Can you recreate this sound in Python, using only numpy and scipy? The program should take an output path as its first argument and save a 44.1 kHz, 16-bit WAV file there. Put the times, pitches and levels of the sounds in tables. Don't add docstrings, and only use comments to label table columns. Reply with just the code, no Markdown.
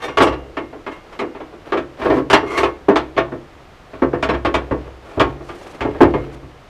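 import sys
import numpy as np
from scipy import signal
from scipy.fft import rfft, irfft, next_fast_len
from scipy.io import wavfile
from scipy.ndimage import uniform_filter1d

SR = 44100
rng = np.random.default_rng(int(sys.argv[2]) if len(sys.argv) > 2 else 0)


def master(y):
    cut = np.clip(np.atleast_2d(y).T, -1, 1)
    pcm = np.round(cut * 32767)
    wavfile.write(sys.argv[1], SR, pcm.astype(np.int16))


N = 295293
RING_SAMPLES = 32768
STRIKE_SPREAD_DB = 3.5

# (frequency [Hz], relative density [dB])
AIR_SPECTRUM = [(12, -29), (20, 1.5), (95, -2), (219, -7.5), (744, -6.5), (809, -10.5), (1260, -10.5),
                (1490, -14.5), (2080, -16), (2680, -19.5), (3160, -21), (6710, -33), (8860, -39),
                (14200, -45.5), (15400, -58)]
# (start [s], length [s], level [dB])
PALM_STROKES = [(0.84, 0.49, -75), (5.02, 0.12, -62), (5.36, 0.5, -53.5), (6.32, 0.04, -53.5)]
# (frequency [Hz], relative density [dB])
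SKIN_SPECTRUM = [(500, -20), (2500, 11), (6000, 7), (11000, -1), (15000, -16)]
# (start [s], length [s], level [dB])
RUB_STROKES = [(1.007, 0.27, -44), (1.641, 0.09, -35.5), (1.947, 0.31, -28), (3.892, 0.16, -45),
               (4.55, 0.42, -43.5), (4.973, 0.45, -38.5), (5.337, 1, -38.5), (6.1, 0.33, -42)]
# (frequency [Hz], relative density [dB])
RUB_SPECTRUM = [(100, 6.5), (400, 23), (1200, 13), (3000, 2.5), (7000, -16.5), (11500, -23.5),
                (16000, -28.5)]
# (frequency [Hz], t60 [s])
GARAGE_T60 = [(60, 0.27), (350, 0.99), (1200, 0.39), (4000, 0.31), (12000, 0.22)]
# (frequency [Hz], relative density [dB])
SHELL_SPECTRUM = [(30, -38), (60, -9.5), (120, 2.5), (175, -11.5), (215, -17), (270, 4.5), (380, 0),
                  (520, -2), (680, -6.5), (1200, -10.5), (1530, -9.5), (2100, -13), (3200, -15.5),
                  (5000, -30.5), (10000, -53), (15400, -71.5)]
# (frequency [Hz], t60 [s])
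SHELL_T60 = [(60, 0.19), (160, 0.4), (380, 0.24), (900, 0.22), (2000, 0.15), (4500, 0.1), (9000, 0.094),
             (15000, 0.095)]
# (frequency [Hz], relative level [dB], t60 [s])
PANEL_MODES = [(52.6, -19.5, 1), (64.4, -8.5, 0.78), (96, -29, .5), (136, -13.5, 0.8), (187.7, -14.5, 0.26),
               (208, -6, 0.12), (266.7, 1, 0.17), (311.2, -4.5, 0.32), (348, -0.5, 0.32), (398.6, 4, 0.13),
               (414, 4, 0.071), (431.6, -5, 0.29)]
# (frequency [Hz], relative level [dB], t60 [s])
LOOSE_MODES = [(614, -7, .2), (678, -6, .2), (725, -9, .17), (785, -7, .18), (855, -7, .28),
               (889, -2.5, .33), (1015, -11, .22), (1124, -2.5, .3), (1186, -4.5, .28), (1238, -8, .2),
               (1418, -9, .22), (1674, -13, .18), (1782, -13, .18), (2135, -8.5, .48), (2180, -17, .22),
               (2272, -18, .2), (2728, -14, .33), (2821, -24, .75), (2912, -21, .25), (3020, -20, .2),
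               (3182, -19, .2), (4339, -29, .22), (5696, -35, .35)]
# (frequency [Hz], relative level [dB], t60 [s])
SEATED_MODES = [(495, -5, .26), (558, -8, .22), (636, -4, .2), (660, -5, .2), (700, -9, .15),
                (790, -10, .13), (860, -9, .15), (910, -9, .19), (1001, -6, .2), (1093, -6, .24),
                (1135, -6, .16), (1195, -7, .16), (1314, -9, .17), (1410, -11, .17), (1647, -10, .18),
                (1814, -9, .19), (2013, -15, .16), (2223, -15, .15), (2304, -13, .18), (2525, -15, .16),
                (3138, -19, .15), (3424, -19, .16)]
# (time [s], freedom [0 pressed home, 1 loose])
BRACE_FREEDOM = [(0, 0.8), (1.0, 0.49), (1.3, 0.22), (2.1, 0.067), (2.3, 0.51), (2.65, 0.43), (3.0, 0.075),
                 (5.2, 0.02), (6.0, 0.43)]
# (start [s], rise time [s], peak level [dB])
SCRAPE_STROKES = [(0.0, 0.016, -16), (0.879, 0.029, -30), (2.46, 0.14, -16), (5.03, 0.12, -38)]
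# (frequency [Hz], relative level [dB])
SLIP_SPECTRUM = [(100, -17), (400, 1), (900, 1), (2150, 3.5), (3300, 4), (5500, 11), (8000, 19.5),
                 (14000, 26)]
KNOCK_BANDS_HZ = [40, 180, 700, 2500, 6500, 15000]
# (padded push [dB], firm blow [dB], bare edge [dB])
CONTACT_SHARES_DB = [(6, 1.5, -5.5), (-3.5, 0, 0), (-36.5, -14, -3), (-55.5, -39.5, -3)]
# (time [s], level [dB])
FULL_BOOM = [(0.08, -33), (0.2, -30.5), (0.6, -50), (1.75, -43.5), (2.1, -32), (2.9, -36.5), (3.3, -32),
             (4.0, -31), (4.5, -26.5), (5.2, -22), (5.5, -36), (5.85, -28.5), (6.4, -21)]
# (time [s], strength [dB], hardness [0 padded push, 1 bare edge])
BRACE_KNOCKS = [(0.081, -29.5, 0.56), (0.172, -15.0, 0.65), (0.204, -11, 0.48), (0.221, -21, 0.85),
                (0.268, -22.5, 0.62), (0.324, -31.5, 0.57), (0.569, -25, 0.49), (0.729, -37, 0.22),
                (0.865, -29, 0.52), (1.125, -42.5, 0.71), (1.191, -26.5, 0.67), (1.214, -26.5, 0.2),
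                (1.349, -36, 0.4), (1.403, -34.5, 0.39), (1.526, -42, 0.18), (1.721, -20.0, 0.46),
                (1.74, -25, 0.026), (1.771, -25, 0.55), (2.015, -27.5, 0.51), (2.056, -18.5, 0.3),
                (2.101, -18.5, 0.33), (2.119, -20.5, 0.04), (2.167, -21, 0.11), (2.193, -32, 0.082),
                (2.3, -17.5, 0.74), (2.33, -8.5, 0.69), (2.428, -27.5, 0.083), (2.576, -20.5, 0.77),
                (2.632, -17, 0.59), (2.884, -13, 0.096), (2.897, -23.5, 0.39), (2.958, -17, 0.62),
                (3.166, -26.5, 0.53), (3.177, -17, 0.52), (3.32, -30.5, 0.19), (3.933, -37.5, 0.4),
                (4.02, -16.5, 0.17), (4.132, -22, 0.19), (4.226, -20.0, 0.68), (4.289, -19, 0.54),
                (4.336, -27, 0.52), (4.449, -18.5, 0.55), (4.541, -18.0, 0.67), (4.71, -22.0, 0.23),
                (4.865, -41, 0.31), (5.173, -26.0, 0.04), (5.197, -13.5, 0.62), (5.406, -40.0, 0.25),
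                (5.49, -34.5, 0.59), (5.807, -24, 0.61), (5.849, -23, 0.13), (5.947, -33.5, 0.26),
                (6.006, -7.5, 0.12), (6.021, -18.5, 0.36), (6.038, -23, 0.37), (6.138, -20.5, 0.29),
                (6.327, -45.5, 0.39), (6.429, -46, 0.086)]


def gain_of(db):
    return 10 ** (np.asarray(db) / 20)


def unit_rms(x):
    return x / np.sqrt(np.mean(x ** 2) + 1e-20)


def at_hz(table, hz):
    table_hz, values = np.transpose(table)
    return np.interp(np.log(hz + 1), np.log(table_hz + 1), values)


def at_time(table, time_s):
    return np.interp(time_s, *np.transpose(table))


def add(mix, start_s, sound):
    part = mix[max(round(start_s * SR), 0):][:len(sound)]
    part += sound[:len(part)]


def colour(x, spectrum):
    size = next_fast_len(len(x) + RING_SAMPLES // 8)
    log_gain = np.log(gain_of(at_hz(spectrum, abs(np.fft.fftfreq(size, 1 / SR)))))
    response = np.exp(np.conj(signal.hilbert(log_gain)))[:size // 2 + 1]
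    return irfft(rfft(x, size) * response, size)[:len(x)]


def garage_air(level_db=-43.5):
    return gain_of(level_db) * unit_rms(colour(rng.standard_normal(N), AIR_SPECTRUM))


def catches(samples, smooth_samples=400):
    return unit_rms(uniform_filter1d(rng.standard_normal(samples), smooth_samples))


def friction(strokes, spectrum, grain_db, smooth_samples):
    pressure = np.zeros(N)
    for start_s, length_s, level_db in strokes:
        add(pressure, start_s, gain_of(level_db) * signal.windows.tukey(int(length_s * SR), 0.6))
    grain = gain_of(grain_db * catches(N, smooth_samples))
    return pressure * unit_rms(colour(grain * rng.standard_normal(N), spectrum))


def palm():
    return friction(PALM_STROKES, SKIN_SPECTRUM, grain_db=3.0, smooth_samples=600)


def rubs():
    return friction(RUB_STROKES, RUB_SPECTRUM, grain_db=2.5, smooth_samples=400)


def diffuse_ring(t60_table, hold_s):
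    hz, t, bands = signal.stft(rng.standard_normal(RING_SAMPLES), SR, nperseg=256)
    fade = np.exp(-np.log(1000) * np.maximum(t - hold_s, 0) / at_hz(t60_table, hz)[:, None])
    return signal.istft(bands * fade, SR)[1][:RING_SAMPLES]


def modal_ring(modes, spread_db, rise_s, damping=1):
    t = np.arange(RING_SAMPLES) / SR
    hz, level_db, t60_s = np.transpose(modes)[:, :, None]
    amplitude = gain_of(level_db + spread_db * rng.standard_normal(hz.shape))
    phase = 2 * np.pi * (hz * t + rng.random(hz.shape))
    fade = np.exp(-np.log(1000) * damping * t / t60_s)
    return (amplitude * fade * np.sin(phase)).sum(0) * (1 - np.exp(-t / rise_s))


def body_shell(garage_db=-13.5, tick_db=7.5, ripple_db=3.7, ripple_step_hz=50):
    ring = diffuse_ring(SHELL_T60, hold_s=0.013)
    ring += gain_of(garage_db) * diffuse_ring(GARAGE_T60, hold_s=0.0068)
    ring[0] += gain_of(tick_db)
    hz = np.arange(0, SR / 2, ripple_step_hz)
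    coupling_db = ripple_db * hz / (hz + 400) * rng.standard_normal(len(hz))
    ring = colour(ring, np.transpose([hz, at_hz(SHELL_SPECTRUM, hz) + coupling_db]))
    return ring / np.std(ring[:RING_SAMPLES // 16])


def metal_response(time_s, shell_db, seated_db=2.0, grip=0.95):
    freedom = at_time(BRACE_FREEDOM, time_s)
    damping = 1 + grip * (1 - freedom)
    shell = gain_of(shell_db) * body_shell()
    loose = np.sqrt(freedom) * modal_ring(LOOSE_MODES, STRIKE_SPREAD_DB, rise_s=0.00057, damping=damping)
    seated = np.sqrt(1 - freedom) * modal_ring(SEATED_MODES, STRIKE_SPREAD_DB, rise_s=0.0032)
    panel = modal_ring(PANEL_MODES, spread_db=4.5, rise_s=0.0079)
    return shell + loose + gain_of(seated_db) * seated + panel


def scrapes(slips_per_s=350, swell_db=13.5, release_db_per_s=303, catch_db=2.5):
    out = np.zeros(N)
    samples = RING_SAMPLES // 2
    t = np.arange(samples) / SR
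    for start_s, rise_s, peak_db in SCRAPE_STROKES:
        force_db = peak_db + np.minimum(swell_db * (t / rise_s - 1), release_db_per_s * (rise_s - t))
        slip_db = catch_db * catches(samples) + STRIKE_SPREAD_DB * rng.standard_normal(samples)
        signs = rng.choice([-1, 1], samples)
        slipping = rng.random(samples) < slips_per_s / SR
        force = gain_of(force_db) * unit_rms(gain_of(slip_db) * signs * slipping)
        ring = colour(metal_response(start_s, shell_db=-6.5), SLIP_SPECTRUM)
        add(out, start_s, signal.fftconvolve(force, ring / np.linalg.norm(ring)))
    return out


def knock(time_s, strength_db, hardness, full_blow_db=-23.5, boom_slope=0.93, thud=0.23, roll_off=0.36):
    ring = metal_response(time_s, shell_db=0.0)
    onset = ring[:RING_SAMPLES // 16]
    hz, power = signal.periodogram(onset, SR, window=("tukey", 0.1), scaling="spectrum")
    onset_db = 10 * np.log10(np.histogram(hz, KNOCK_BANDS_HZ, weights=power)[0])
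    contact_db = [strength_db + np.interp(hardness, [0, 0.5, 1], band) for band in CONTACT_SHARES_DB]
    panel_db = at_time(FULL_BOOM, time_s) + boom_slope * min(strength_db - full_blow_db, 0)
    boom_db, clunk_db, clang_db, edge_db, click_db = np.append(panel_db, contact_db) - onset_db
    low_db = clunk_db + thud * (clunk_db - clang_db)
    low_db -= 9 * at_time(BRACE_FREEDOM, time_s) ** 2
    upper_db = clang_db + roll_off * (edge_db - clang_db)
    return colour(ring, [(115, boom_db), (220, low_db), (450, clunk_db), (850, clang_db),
                         (1800, upper_db), (3400, edge_db), (9000, click_db)])


def knocks():
    out = np.zeros(N)
    for time_s, strength_db, hardness in BRACE_KNOCKS:
        add(out, time_s, knock(time_s, strength_db, hardness))
    return out


def scene():
    return (knocks() + scrapes() + rubs() + garage_air() + palm())[None]


def record(dry):
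    cutoff_hz = 15600
    lowpass = signal.firwin(511, cutoff_hz, window=("kaiser", 9), fs=SR)
    return signal.oaconvolve(np.clip(dry, -1, 1), lowpass[None], "same")


dry = scene()
out = record(dry)
master(out)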